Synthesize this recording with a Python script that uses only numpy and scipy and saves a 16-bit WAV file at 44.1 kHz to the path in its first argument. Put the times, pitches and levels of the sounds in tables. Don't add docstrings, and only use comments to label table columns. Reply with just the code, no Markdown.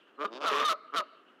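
import sys
import numpy as np
from scipy import signal
from scipy.fft import rfft, irfft, next_fast_len
from scipy.io import wavfile
from scipy.ndimage import map_coordinates

SR = 44100
rng = np.random.default_rng(int(sys.argv[2]) if len(sys.argv) > 2 else 0)


def boost(x):
    u = np.asarray(x, float) / 20
    return 10 ** u


def digitize_waveform(pressure):
    field = np.atleast_2d(pressure).T
    bounded = np.clip(field, -1, 1)
    quanta = np.round(bounded * 32767).astype(np.int16)
    wavfile.write(sys.argv[1], SR, quanta)


N = 61739


def unit(x):
    return x / np.sqrt(np.mean(x ** 2) + 1e-20)


def along(points, hz):
    f, v = np.transpose(points)
    return np.interp(np.log(hz + 1), np.log(f + 1), v)


def wobble(rate, size=N):
    knots = rng.standard_normal(int(size * rate / SR) + 4)
    return map_coordinates(knots, [np.arange(size) * rate / SR])


def filtered(x, response):
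    m = next_fast_len(N + 8192)
    return irfft(rfft(x, m) * response(np.fft.rfftfreq(m, 1 / SR)), m)[:N]


def pipe(peaks):
    def response(f):
        total = 0
        for k, (centre, width, db) in enumerate(peaks):
            resonance = 1j * f * width / (centre * centre - f * f + 1j * f * width)
            total = total + (-1) ** k * boost(db) * resonance
        return total
    return response


# freq_hz, density_db
AIR_SPECTRUM = [(60, -25), (150, -8), (295, -2), (982, -16.5), (1390, -12.5), (1830, -21.5), (3660, -37),
                (15000, -51.5)]
# centre_hz, width_hz, level_db
FAR_BIRDS = [(1350, 680, -68.5), (2880, 590, -73)]
# start_s, length_s, from_hz, to_hz, level_db
CHIRP = (.15, .04, 4400, 3800, -76)
# start_s, pitch_hz, half_length_s, level_db
LATE_BURSTS = [
    (.897, 1290, .004, -44),
    (1.112, 1300, .004, -49),
]


def air():
    t = np.arange(N) / SR
    wind = unit(filtered(rng.standard_normal(N), lambda f: boost(along(AIR_SPECTRUM, f))))
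    out = boost(-63 + 0.69 * wobble(8.42)) * wind
    swell_db = 4 * np.cos(2 * np.pi * (t - .05) / 1.15)
    for hz, width, db in FAR_BIRDS:
        band = unit(filtered(rng.standard_normal(N), lambda f: pipe([(hz, width, 0)])(f) ** 2))
        out = out + boost(db + swell_db * (hz > 2000) + 3.5 * wobble(39.8)) * band
    s, length, from_hz, to_hz, db = CHIRP
    progress = np.clip((t - s) / length, 0, 1)
    phase = 2 * np.pi * np.cumsum(from_hz + (to_hz - from_hz) * progress) / SR
    out = out + boost(db) * np.sin(np.pi * progress) * np.sin(phase)
    for s, hz, half, db in LATE_BURSTS:
        envelope = np.exp(-((t - s - half) / half) ** 2)
        out = out + boost(db) * envelope * np.sin(2 * np.pi * hz * t)
    return out


# start_s, end_s
NECK_MOVES_S = (0.34, 0.46)


def neck(x, throat, throat_end):
    top_hz = 7360

    def tube(peaks):
        return unit(filtered(x, lambda f: pipe(peaks)(f) * (top_hz / (top_hz + 1j * f)) ** 6))
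    if throat_end is None:
        return tube(throat)
    drawn = np.interp(np.arange(N) / SR, NECK_MOVES_S, [0, 1])
    return (1 - drawn) * tube(throat) + drawn * tube(throat_end)


def beak(growl, growl_db, open_db):
    beak_hz, opens_over_db = 1600, 5
    dull = filtered(growl, lambda f: beak_hz ** 8 / (beak_hz ** 8 + f ** 8))
    shut_db = np.maximum(open_db - growl_db, 0) * 20 / opens_over_db
    return dull + (growl - dull) * boost(-shut_db)


# freq_hz, level_db
BREATH_HISS = [(1500, -13), (3500, -8.5), (7000, -22.5), (8300, -33.5), (10000, -27.5), (15500, -36)]


def voice(rows, throat, reed, open_db=-35, side_db=0, lead=0, throat_end=None):
    jitter, scatter_db = .06, 3.5
    full_db = -24.5
    s, *cols = np.transpose(rows)
    t = np.arange(N) / SR
    growl_hz, reed_hz, growl_db, reed_db, rough = [np.interp(t, s, c) for c in cols]
    rough = np.clip(rough, 0, 1)
    on = np.clip(np.minimum(t - s[0], s[-1] - t) / .006, 0, 1)

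    turns = np.cumsum(growl_hz * (1 + jitter * rough * wobble(150))) / SR
    turns = turns - turns[round(s[0] * SR)] + lead
    pulses = np.diff(np.floor(turns), prepend=np.floor(turns[0]))
    pulses = pulses * boost(scatter_db * rough * wobble(200))
    gate = np.exp(-2 * (turns % 1))
    rasp = neck(gate * rng.standard_normal(N), throat, throat_end)
    growl = neck(pulses, throat, throat_end) * np.sqrt(1 - rough) + boost(3) * rough * rasp
    growl = beak(growl, growl_db, open_db)

    phase = 2 * np.pi * np.cumsum(reed_hz * (1 + jitter / 4 * rough * wobble(200))) / SR
    fade = boost(1.8 * np.minimum(reed_db - full_db, 0))
    note = 0
    for k, *dbs in reed:
        overtone_fade = fade ** (k / 2) if k > 1.5 else 1
        for step, db in zip((0, -1, -2, 1), dbs):
            if db > -35:
                level = boost(db + side_db * (step != 0) + scatter_db * rough * wobble(150))
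                note = note + level * np.sin(round(k) * phase + step * 2 * np.pi * turns) * overtone_fade

    effort = boost(growl_db) + boost(reed_db) * fade
    breath = (gate + 1.6) * rng.standard_normal(N)
    hiss = unit(filtered(breath, lambda f: boost(along(BREATH_HISS, f))))
    hiss = boost(-15) * hiss * effort * (effort / boost(full_db)) ** (2.1 - 1)
    return on * (boost(growl_db) * growl + boost(reed_db) * note + hiss)


# start_s, growl_hz, reed_hz, growl_db, reed_db, roughness
CLUCK = [
    (.172, 134, 600, -60, -100, 0.14),
    (.19, 139.5, 600, -40.5, -67, 0.15),
    (.215, 147.7, 600, -32.5, -41, .08),
    (.231, 150, 626, -33.5, -43, 0.2),
    (.243, 160, 608, -37, -27, 0.25),
    (.251, 203.2, 600, -28, -41, 0.28),
    (.262, 201.5, 556, -34.5, -61, 0.2),
    (.277, 210, 550, -50, -67, 0.2),
    (.29, 181, 595, -100, -78, 0),
]
# start_s, growl_hz, reed_hz, growl_db, reed_db, roughness
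YELP = [
    (.247, 190, 632, -90, -32, .4),
    (.253, 190, 632, -83, -27, .4),
    (.259, 197.4, 612, -92, -26.5, .3),
    (.274, 199, 590, -90, -31, .1),
    (.288, 200, 575, -90, -42, 0.076),
]
# centre_hz, width_hz, level_db
GOOSE_PIPE = [(258, 56, -3), (452, 64, -1.5), (600, 43, -7.5), (1192, 114, 2), (2410, 190, -11.5),
              (3020, 490, -15), (3920, 2500, -28.5)]
# multiple, line_db, one_below_db, two_below_db, one_above_db (growl steps)
HUM_REED = [(1, -2, -25, -40, -16), (2, -11, -14, -30, -10), (3, -6, 1, -7, -14)]
# multiple, line_db, one_below_db, two_below_db, one_above_db (growl steps)
NOTE_REED = [(1, -25, -50, -50, -50), (2, 0, -26, -40, -26), (3, -17, -40, -40, -40),
             (4, -26, -40, -40, -40), (5, -15, -28, -40, -40), (6, -8, -20, -40, -20),
             (7, -18, -40, -40, -40), (10, -21, -40, -40, -40)]


def goose_cluck():
    cluck = voice(CLUCK, GOOSE_PIPE, HUM_REED[:1], open_db=-34.5, lead=0.68)
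    return cluck + voice(YELP, GOOSE_PIPE, NOTE_REED)


# freq_hz, t60_s
HILL_T60 = [(300, 0.55), (1300, 1), (4000, 0.78), (9000, 0.22)]
# freq_hz, level_db
HILL_COLOUR = [(200, -5), (600, 4), (850, -9), (1300, 1.5), (1750, -18), (2200, 0.5), (3000, -26),
               (4200, -2), (6000, -16), (15000, -37)]


def hill(x):
    hz, t, z = signal.stft(rng.standard_normal(SR), SR, nperseg=256)
    decay_db = -60 * t / along(HILL_T60, hz)[:, None]
    colour_db = along(HILL_COLOUR, hz)[:, None]
    tail = signal.istft(z * boost(decay_db + colour_db), SR, nperseg=256)[1][:SR]
    slope_db = 5 * np.exp(-((np.arange(SR) / SR - .15) / .03) ** 2)
    tail = tail * boost(2 * wobble(41.2, size=SR) + slope_db)
    delayed = np.pad(x, (round(.02 * SR), 0))
    return boost(-32.5) * signal.fftconvolve(delayed, tail / np.linalg.norm(tail))[:N]


# centre_hz, width_hz, level_db
TRUNK = [(1260, 115, -15), (610, 120, -17)]


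def trunk(x):
    delay_s = 0.029
    return filtered(x, lambda f: pipe(TRUNK)(f) * np.exp(-2j * np.pi * f * delay_s))


# start_s, growl_hz, reed_hz, growl_db, reed_db, roughness
GROWL = [
    (.275, 106.5, 321, -34, -60, 0.03),
    (.292, 109.7, 328, -53.5, -55, .06),
    (.312, 113.7, 342, -44.5, -51, 0),
    (.332, 117.7, 356, -40, -46, .2),
    (.37, 128.5, 385, -38.5, -43, .25),
    (.4, 141.1, 423, -45, -44, .15),
    (.412, 149.4, 450, -37, -44, .35),
    (.44, 151.8, 480, -30.5, -46, 0.5),
    (.5, 150, 480, -38.5, -80, 0.54),
]
# centre_hz, width_hz, level_db
GROWL_PIPE = [(212, 140, -9), (330, 76, 1.5), (600, 100, -6.5), (1040, 260, -11.5), (1690, 180, -17),
              (2820, 720, -17), (3680, 85, -5), (4770, 640, -13.5)]
# centre_hz, width_hz, level_db
GROWL_PIPE_END = [(300, 110, -12), (480, 63, 1.5), (622, 103, -1.5), (1184, 207, 2), (1647, 130, -6.5),
                  (2520, 620, -9.5), (3530, 56, -1.5), (4670, 890, -14.5)]


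def gander_growl():
    return voice(GROWL, GROWL_PIPE, HUM_REED, open_db=-40.5, throat_end=GROWL_PIPE_END)


# start_s (from onset), growl_hz, reed_hz, growl_db, reed_db, roughness
HONK_SHAPE = [
    (0, 140.6, 700.2, -25.5, -64, .08),
    (0.019, 141.9, 704.5, -10, -47, 0.19),
    (.031, 148.2, 706.5, -2.5, -23, 0.11),
    (.04, 166, 697, -13, -1, 0.25),
    (.066, 182.2, 653.8, -18, 1, .12),
    (.088, 186.7, 618, -5, -3, 0.31),
    (.097, 190, 598, -18, -4.5, .1),
    (0.112, 197.5, 573, -54, -9.5, 0.17),
    (0.122, 190, 580, -82, -50, .05),
]
# start_s, level_db, stretch_ratio, sidebands_db
HONKS = [
    (.423, -25, 0.94, -2.5),
    (.644, -23.5, .95, -6.5),
    (.92, -25, 0.98, -1),
]
SWALLOWED_S = (0, .045, 0)
# centre_hz, width_hz, level_db
HONK_PIPE = [(285, 29, -10.5), (451, 49, -4.5), (600, 56, -11.5), (1215, 134, 2), (2300, 240, -13.5),
             (3120, 710, -18), (3860, 1500, -32)]
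# multiple, line_db, one_below_db, two_below_db, one_above_db (growl steps)
GOOSE_REED = [(1, -10, -20, -32, -24), (2, 0, -3, -20, -12), (3, -17, -13, -24, -20),
              (4, -23, -19, -20, -24), (5, -17, -9, -13, -18), (6, -15, -10, -14, -19),
              (7, -20, -16, -22, -40)]


def goose_honks():
    t = np.arange(N) / SR
    out = np.zeros(N)
    for (s, db, stretch, side_db), swallowed in zip(HONKS, SWALLOWED_S):
        rows = [(s + start * stretch, growl_hz, reed_hz, growl_db + db, reed_db + db, rough)
                for start, growl_hz, reed_hz, growl_db, reed_db, rough in HONK_SHAPE]
        opening = np.clip((t - s - swallowed) / .004, 0, 1)
        out = out + opening * voice(rows, HONK_PIPE, GOOSE_REED, side_db=side_db, lead=.37)
    return out


# start_s, growl_hz, reed_hz, growl_db, reed_db, roughness
BRAY = [
    (.495, 150, 438.9, -28, -75, 0.53),
    (.515, 148.2, 424.8, -31, -27, 0.55),
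    (.535, 139.9, 425.4, -28.5, -31.5, 0.7),
    (.556, 146.5, 419.8, -27.5, -28.5, 0.47),
    (.58, 143.1, 434, -27.5, -31, .45),
    (.602, 135.1, 438, -29, -30.5, 0.68),
    (.63, 139.3, 446, -26, -37.5, 0.69),
    (.648, 150, 458, -35.5, -36.5, 0.33),
    (.66, 150, 460, -73, -62, .2),
]
# start_s, growl_hz, reed_hz, growl_db, reed_db, roughness
TOP_NOTE = [
    (.595, 141, 595.5, -86, -23, 0.33),
    (.62, 143.5, 600, -80, -28, 0.5),
    (.645, 139.4, 624.4, -78, -26, .3),
    (.658, 157, 615, -62, -22, 0.046),
    (.675, 147, 603, -67, -25.5, 0.069),
    (.689, 149, 583, -77, -21, 0.074),
    (.697, 142, 564, -85, -35, .05),
]
# centre_hz, width_hz, level_db
GANDER_PIPE = [(272, 120, -19), (547, 51, -10), (1144, 120, 0), (1836, 280, -11), (2495, 470, -12),
               (3450, 650, -13.5), (4900, 1600, -22.5)]


def gander_bray():
    return voice(BRAY, GANDER_PIPE, HUM_REED) + voice(TOP_NOTE, GANDER_PIPE, NOTE_REED)


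def scene():
    birds = goose_cluck() + gander_growl() + goose_honks() + gander_bray()
    return (air() + birds + hill(birds) + trunk(birds))[None]


def top_cut(x):
    return signal.sosfilt(signal.butter(12, 15710, fs=SR, output="sos"), x)


def record(dry):
    low_cut_hz, rumble_hz = 122.4, 150
    clip, hardness = .1, 2.7
    x = filtered(dry[0], lambda f: (1j * f / (1j * f + low_cut_hz)) ** 4)
    x = x / (1 + np.abs(x / clip) ** hardness) ** (1 / hardness)
    x = filtered(x, lambda f: f ** 7 / (f ** 7 + rumble_hz ** 7))
    return top_cut(x[None])


dry = scene()
out = record(dry)
digitize_waveform(out)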